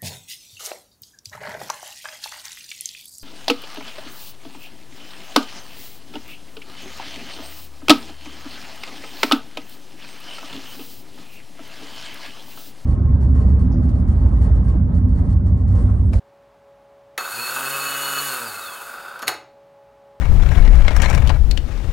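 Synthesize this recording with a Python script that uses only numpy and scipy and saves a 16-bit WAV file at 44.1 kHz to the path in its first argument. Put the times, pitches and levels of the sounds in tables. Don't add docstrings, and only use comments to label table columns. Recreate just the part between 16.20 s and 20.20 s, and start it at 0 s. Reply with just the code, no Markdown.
import sys
import numpy as np
from scipy import signal
from scipy.fft import rfft, irfft, next_fast_len
from scipy.io import wavfile
from scipy.ndimage import uniform_filter1d, map_coordinates

SR = 44100
rng = np.random.default_rng(int(sys.argv[2]) if len(sys.argv) > 2 else 0)


def store_wav(level_fs):
    pcm = np.round(np.clip(np.atleast_2d(level_fs), -1, 1) * 32767)
    wavfile.write(sys.argv[1], SR, pcm.T.astype(np.int16))


N = 176400
TIME_S = np.arange(N) / SR
HIT_TIME_S = np.arange(SR * 2 // 3) / SR
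ON_S, STOP_S, FULL_SPEED_HZ = .98, 3.08, 139.3

# pitch_hz, grinding_db, struck_db, t60_s
WHEEL_MODES = [(4339, 0, -4, .31), (4369, -5, 1, .14)]
IDLER_MODES = [(2585, -2, -11, .36), (2608, 0, -7, .14)]
HIGH_MODES = [(3610, -7, -16, .2), (3745, -8, -18, .15), (6605, -14, -5, .32), (6675, -2, -4, .14),
              (6791, 0, -11, .2), (6980, 0, -16, .2), (11615, -3, -12, .12), (11693, 1, -16, .12)]
# freq_hz, gain_db
KNOCK_SPECTRUM = [(30, -67.5), (400, -14.5), (720, -14), (1050, -11), (1230, -1.5), (1520, -1), (1700, -7),
                  (2100, -26), (2700, -10.5), (5500, -45.5), (12000, -24)]


def amp(db):
    return 10 ** (np.asarray(db) / 20)


def unit(x):
    return x / np.sqrt(np.mean(x ** 2) + 1e-20)


def along(points, hz):
    freq_hz, values = np.transpose(points)
    return np.interp(np.log(hz + 1), np.log(freq_hz + 1), values)


def curves(rows):
    time_s, *columns = np.transpose(rows)
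    return [np.interp(TIME_S, time_s, column) for column in columns]


def wobble(rate_hz):
    knots = rng.standard_normal(int(N * rate_hz / SR) + 4)
    return map_coordinates(knots, [TIME_S * rate_hz])


def colour(x, spectrum):
    size = 2 * next_fast_len(len(x) // 2 + 4096)
    gain = amp(along(spectrum, np.fft.rfftfreq(size, 1 / SR)))
    cepstrum = irfft(np.log(gain), size)
    cepstrum[1:size // 2] *= 2
    cepstrum[size // 2 + 1:] = 0
    return irfft(rfft(x, size) * np.exp(rfft(cepstrum)), size)[:len(x)]


def noise(spectrum, size):
    return unit(colour(rng.standard_normal(size), spectrum))


def fade(t, t60_s):
    return np.exp(-np.log(1000) * t / t60_s)


def steady(x):
    return x / np.sqrt(np.abs(uniform_filter1d(x * x, size=3500)) + np.mean(x * x) / 100)


def contacts(turns, per_turn, jitter_s, spread_db):
    at = np.interp(np.arange(1, turns[-1] * per_turn) / per_turn, turns, np.arange(N))
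    late, size = rng.standard_normal((len(at), 2)).T
    at = np.clip(at + late * jitter_s * SR, 0, N - 1)
    return np.bincount(at.astype(int), amp(spread_db * np.clip(size, -2, 2)), N)


def struck(modes):
    t = HIT_TIME_S
    return sum(amp(db + rng.normal(0, 1.5)) * np.sin(2 * np.pi * (hz * t + rng.random()))
               * fade(t, t60_s) for hz, db, t60_s in modes)


def fan():
    partials = [(419.2, -66), (558.9, -52.5), (629.5, -66.5), (838.5, -62.5), (1118, -72.5)]  # pitch_hz, level_db
    air_spectrum = [(20, -45.5), (35, -36), (53, -14.5), (80, -25.5), (115, -16.5), (200, -21.5),
                    (500, -23.5), (800, -17.5), (1200, -24), (2500, -34), (6000, -44.5), (11000, -51.5)]
    drifting_s = TIME_S + .00031 * wobble(3)
    tones = sum(amp(db + 1.2 * wobble(12)) * np.sin(2 * np.pi * (hz * drifting_s + rng.random()))
                for hz, db in partials)
    swell = amp(np.interp(TIME_S, [0, .6, 3.5], [-4, -.3, 1.2]))
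    return np.sqrt(2) * tones * swell + amp(-58) * noise(air_spectrum, N)


def blows():
    hits = [(0.977, -24, -58, -39), (0.9784, -24.5, -22, -25.5), (2.9913, -37, -38, -50.5),
            (3.020, -35, -38, -32), (3.0262, -33, -21.5, -42), (3.0708, -31, -33.5, -21.5),
            (3.079, -14, -20, -26.5), (3.088, -28, -23.5, -33), (3.114, -40, -27, -54),
            (3.139, -42.5, -30.5, -66)]
    # freq_hz, gain_db
    crack_spectrum = [(20, -42), (200, -18.5), (1000, 2), (1950, 7), (4000, 2), (5500, -0.5), (7500, -5.5),
                      (11000, 0), (15500, -7.5)]
    thud_spectrum = [(20, -50), (160, -18.5), (380, -2), (800, 1), (1350, 5.5), (2200, -20), (5000, -25.5),
                     (12000, -42)]
    # pitch_hz, gain_db, t60_s
    clank_modes = [(1954, -3.5, .035), (3031, -16, .04), (4355, -5, .03), (5426, -5, .018)]
    case_modes = [(407, -7, 0.11), (1226, -2, 0.1), (1294, 4.5, 0.039), (1494, 2, 0.082), (1770, -4, 0.077)]
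    gear_modes = [(hz, db, t60_s) for hz, _, db, t60_s in WHEEL_MODES + IDLER_MODES + HIGH_MODES]
    out, t = np.zeros(N + SR), HIT_TIME_S
    attack = 1 - np.exp(-t / .0011)
    crack_decay = amp(1.5) * fade(t, .012) + fade(t, .044) + amp(-24) * fade(t, .14)
    for start_s, crack_db, case_db, ring_db in hits:
        crack = noise(crack_spectrum, len(t)) * crack_decay + struck(clank_modes)
        thud = amp(-2) * noise(thud_spectrum, len(t)) * fade(t, t60_s=.094)
        case = thud + amp(-9.5) * struck(case_modes)
        ring = amp(-8.5) * struck(gear_modes)
        blow = amp(crack_db) * crack + amp(case_db) * case + amp(ring_db) * ring
        out[round(start_s * SR):][:len(t)] += attack * blow
    return out[:N]


def rattle(speed_hz, turns):
    chatter_spectrum = [(20, -77), (100, -32.5), (200, -21.5), (420, -13.5), (650, -10), (850, -4.5),
                        (1030, -9), (1230, 0), (1520, 4), (1650, -10.5), (2100, -20.5), (2700, -15),
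                        (3150, -25.5), (3700, -13.5), (4000, -28.5), (4800, -16.5), (5400, -30.5),
                        (12000, -41.5)]
    knock_pulses = contacts(turns, per_turn=1, jitter_s=.00005, spread_db=3)
    knocks = steady(colour(knock_pulses, KNOCK_SPECTRUM))
    tooth_pulses = contacts(turns, per_turn=10, jitter_s=.00043, spread_db=3.6)
    scrape = fade(np.arange(SR // 20) / SR, t60_s=.046)
    pressure = signal.fftconvolve(tooth_pulses, scrape)[:N] * amp(1.33 * np.cos(2 * np.pi * turns))
    teeth = steady(colour(pressure * rng.standard_normal(N), chatter_spectrum))
    knock_share = np.clip(.6 * (speed_hz / FULL_SPEED_HZ) ** 3, 0, 1)
    return np.sqrt(knock_share) * knocks + np.sqrt(1 - knock_share) * teeth


def brushes(turns, bars):
    hiss_spectrum = [(20, -73.5), (300, -9), (2000, 1.5), (3200, -4.5), (3700, 1.5), (4050, -1.5),
                     (4850, -1.5), (5500, -6.5), (6300, -3.5), (6800, 3), (7600, -2), (8550, 5),
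                     (9300, 0.5), (10050, 3.5), (10700, -0.5), (11600, 4.5), (12600, -2.5), (15500, 2)]
    bar_pulses = contacts(turns, per_turn=bars, jitter_s=.0002, spread_db=3.5)
    ticks = steady(colour(bar_pulses, hiss_spectrum))
    hiss = noise(hiss_spectrum, N)
    contact_db = .78 * np.cos(2 * np.pi * turns) + wobble(70)
    return (hiss + .57 * ticks) * amp(contact_db)


def ringing(modes, envelope):
    chatter = amp(1.7 * wobble(130))
    tones = np.zeros(N)
    for hz, grinding_db, _, _ in modes:
        gain = amp(grinding_db + 2.3 * wobble(45))
        waver_rad = .5 * wobble(35) + wobble(7)
        tones += gain * np.sin(2 * np.pi * hz * TIME_S + waver_rad)
    return amp(curves(envelope)[0]) * unit(chatter * tones)


def whine(speed_hz, turns, bars):
    # speed_multiple, gain_db
    shaft_orders = [(1, 0), (2, -.5), (3, -.5), (4, .5), (5, -1.5), (6, .5), (8, 3), (9, 1), (10, 1),
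                    (11, 8)]
    mesh_orders = [(14, 0), (42, -2)]
    # time_s, level_db
    hum_envelope = [(1.08, -68), (1.2, -48.5), (1.31, -63), (1.332, -50), (1.542, -50), (2.146, -48.5),
                    (2.176, -52.5), (2.268, -48), (2.37, -61), (2.6, -78)]
    bar_envelope = [(1.15, -65), (1.19, -34), (1.22, -44), (1.45, -57), (1.58, -42.5), (1.85, -39),
                    (2.07, -39), (2.13, -52), (2.3, -56)]
    casing_response = [(600, -70), (950, -48), (1300, -39.5), (1700, -58), (2300, -59), (2850, -48),
                       (3250, -51), (3720, -40), (4000, -52), (4700, -44), (5500, -63)]
    phase = 2 * np.pi * turns + .015 * wobble(25)
    overtone_gain = (speed_hz / FULL_SPEED_HZ) ** 2.2
    shaft, mesh = np.zeros((2, N))
    for order, db in shaft_orders:
        gain = (overtone_gain if order > 1 else 1) * amp(db + 1.3 * wobble(12))
        shaft += gain * np.sin(order * (phase + .018 * wobble(60)) + rng.uniform(0, 2 * np.pi))
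    commutator = amp(curves(bar_envelope)[0] + wobble(20)) * np.sin(bars * phase)
    for order, db in mesh_orders:
        gain = amp(along(casing_response, order * speed_hz) + db + 2.8 * wobble(40))
        rough_rad = 1.4 * wobble(170)
        mesh += gain * np.sin(order * phase + rough_rad)
    return np.sqrt(2) * (amp(curves(hum_envelope)[0]) * shaft + commutator + mesh)


def starter(bars=21):
    motor_speed = [(.977, 5), (1.0, 45), (1.06, 86), (1.146, 112), (1.25, 127), (1.36, 132), (1.5, 137.6),
                   (1.7, 139), (2.08, 139.5), (2.2, 123), (2.3, 108), (2.44, 89), (2.58, 71), (2.8, 42),
                   (3.0, 20), (3.08, 3)]
    effort = [(1.02, -30.5, -38.5), (1.1, -35, -35.5), (1.25, -32.5, -32), (1.34, -32.5, -31.5),
              (1.39, -27.5, -32), (1.5, -30, -30.5), (2.0, -29, -31), (2.07, -34.5, -29.5),
              (2.125, -30, -30.5), (2.28, -36, -36.5), (2.6, -39.5, -41), (2.75, -36, -46),
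              (2.82, -38, -49.5), (2.89, -36.5, -49.5), (2.97, -37, -54), (3.06, -42.5, -65)]
    # time_s, level_db
    wheel_envelope = [(1.0, -38.5), (1.08, -46.5), (1.27, -31), (1.36, -45), (1.51, -36), (1.55, -42.5),
                      (1.7, -34), (1.77, -45.5), (1.86, -30), (1.88, -39.5), (2.01, -35), (2.05, -42),
                      (2.11, -33.5), (2.16, -41), (2.44, -47), (2.46, -40), (2.56, -52), (3.0, -62)]
    high_envelope = [(1.15, -46), (1.8, -38.5), (2.08, -36.5), (2.17, -48.5), (3.0, -69.5)]
    idler_envelope = [(1.0, -39.5), (1.1, -45.5), (1.28, -33.5), (1.32, -44), (1.37, -39), (1.73, -34.5),
                      (1.94, -43), (1.97, -28.5), (2.0, -41), (2.38, -45), (2.96, -59.5)]
    speed_hz, = curves(motor_speed)
    turns = np.cumsum(speed_hz) / SR
    rattle_db, hiss_db = curves(effort)
    running = np.clip((TIME_S - ON_S) / .004, 0, 1) * np.clip((STOP_S - TIME_S) / .013, 0, 1)
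    grind = amp(rattle_db) * rattle(speed_hz, turns) + amp(hiss_db) * brushes(turns, bars)
    ring = (ringing(WHEEL_MODES, wheel_envelope) + ringing(HIGH_MODES, high_envelope)
            + ringing(IDLER_MODES, idler_envelope))
    return running * (grind + ring + whine(speed_hz, turns, bars))


def tooth_catches():
    catches = [(1.296, -22.5), (1.319, -27), (1.364, -23), (1.972, -24.5), (2.131, -23)]  # start_s, level_db
    out, t = np.zeros(N + SR), HIT_TIME_S
    for start_s, db in catches:
        knock = noise(KNOCK_SPECTRUM, len(t)) * fade(t, t60_s=.052)
        out[round(start_s * SR):][:len(t)] += amp(db) * knock
    return out[:N]


def frame_jolt(rise_s=.0075):
    frame_modes = [(129.7, -40.5, .3), (245, -37.5, 0.085), (337.5, -31.5, 0.092), (752, -26.5, 0.14),
                   (852, -24, 0.15)]
    out, t = np.zeros(N + SR), HIT_TIME_S
    out[round(STOP_S * SR):][:len(t)] = struck(frame_modes) * (1 - np.exp(-t / rise_s))
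    return out[:N]


def workshop(x):
    decay_times = [(150, 0.76), (1000, 0.4), (5000, 0.34), (13000, 0.19)]  # freq_hz, t60_s
    hz, t, bands = signal.stft(rng.standard_normal(SR // 2), SR, nperseg=256)
    _, tail = signal.istft(bands * fade(t, along(decay_times, hz)[:, None]), SR, nperseg=256)
    response = np.pad(tail / np.linalg.norm(tail), (SR // 200, 0))
    return signal.fftconvolve(x, response)[:N]


def scene():
    engine = starter() + blows() + tooth_catches() + frame_jolt()
    mono = engine + amp(-10.5) * workshop(engine) + fan()
    return np.array([mono, mono])


def record(dry):
    cutoff_hz = 15850
    size = next_fast_len(N + SR // 2)
    passband = np.fft.rfftfreq(size, 1 / SR) < cutoff_hz
    return irfft(rfft(dry, size) * passband, size)[:, :N]


dry = scene()
out = record(dry)
store_wav(out)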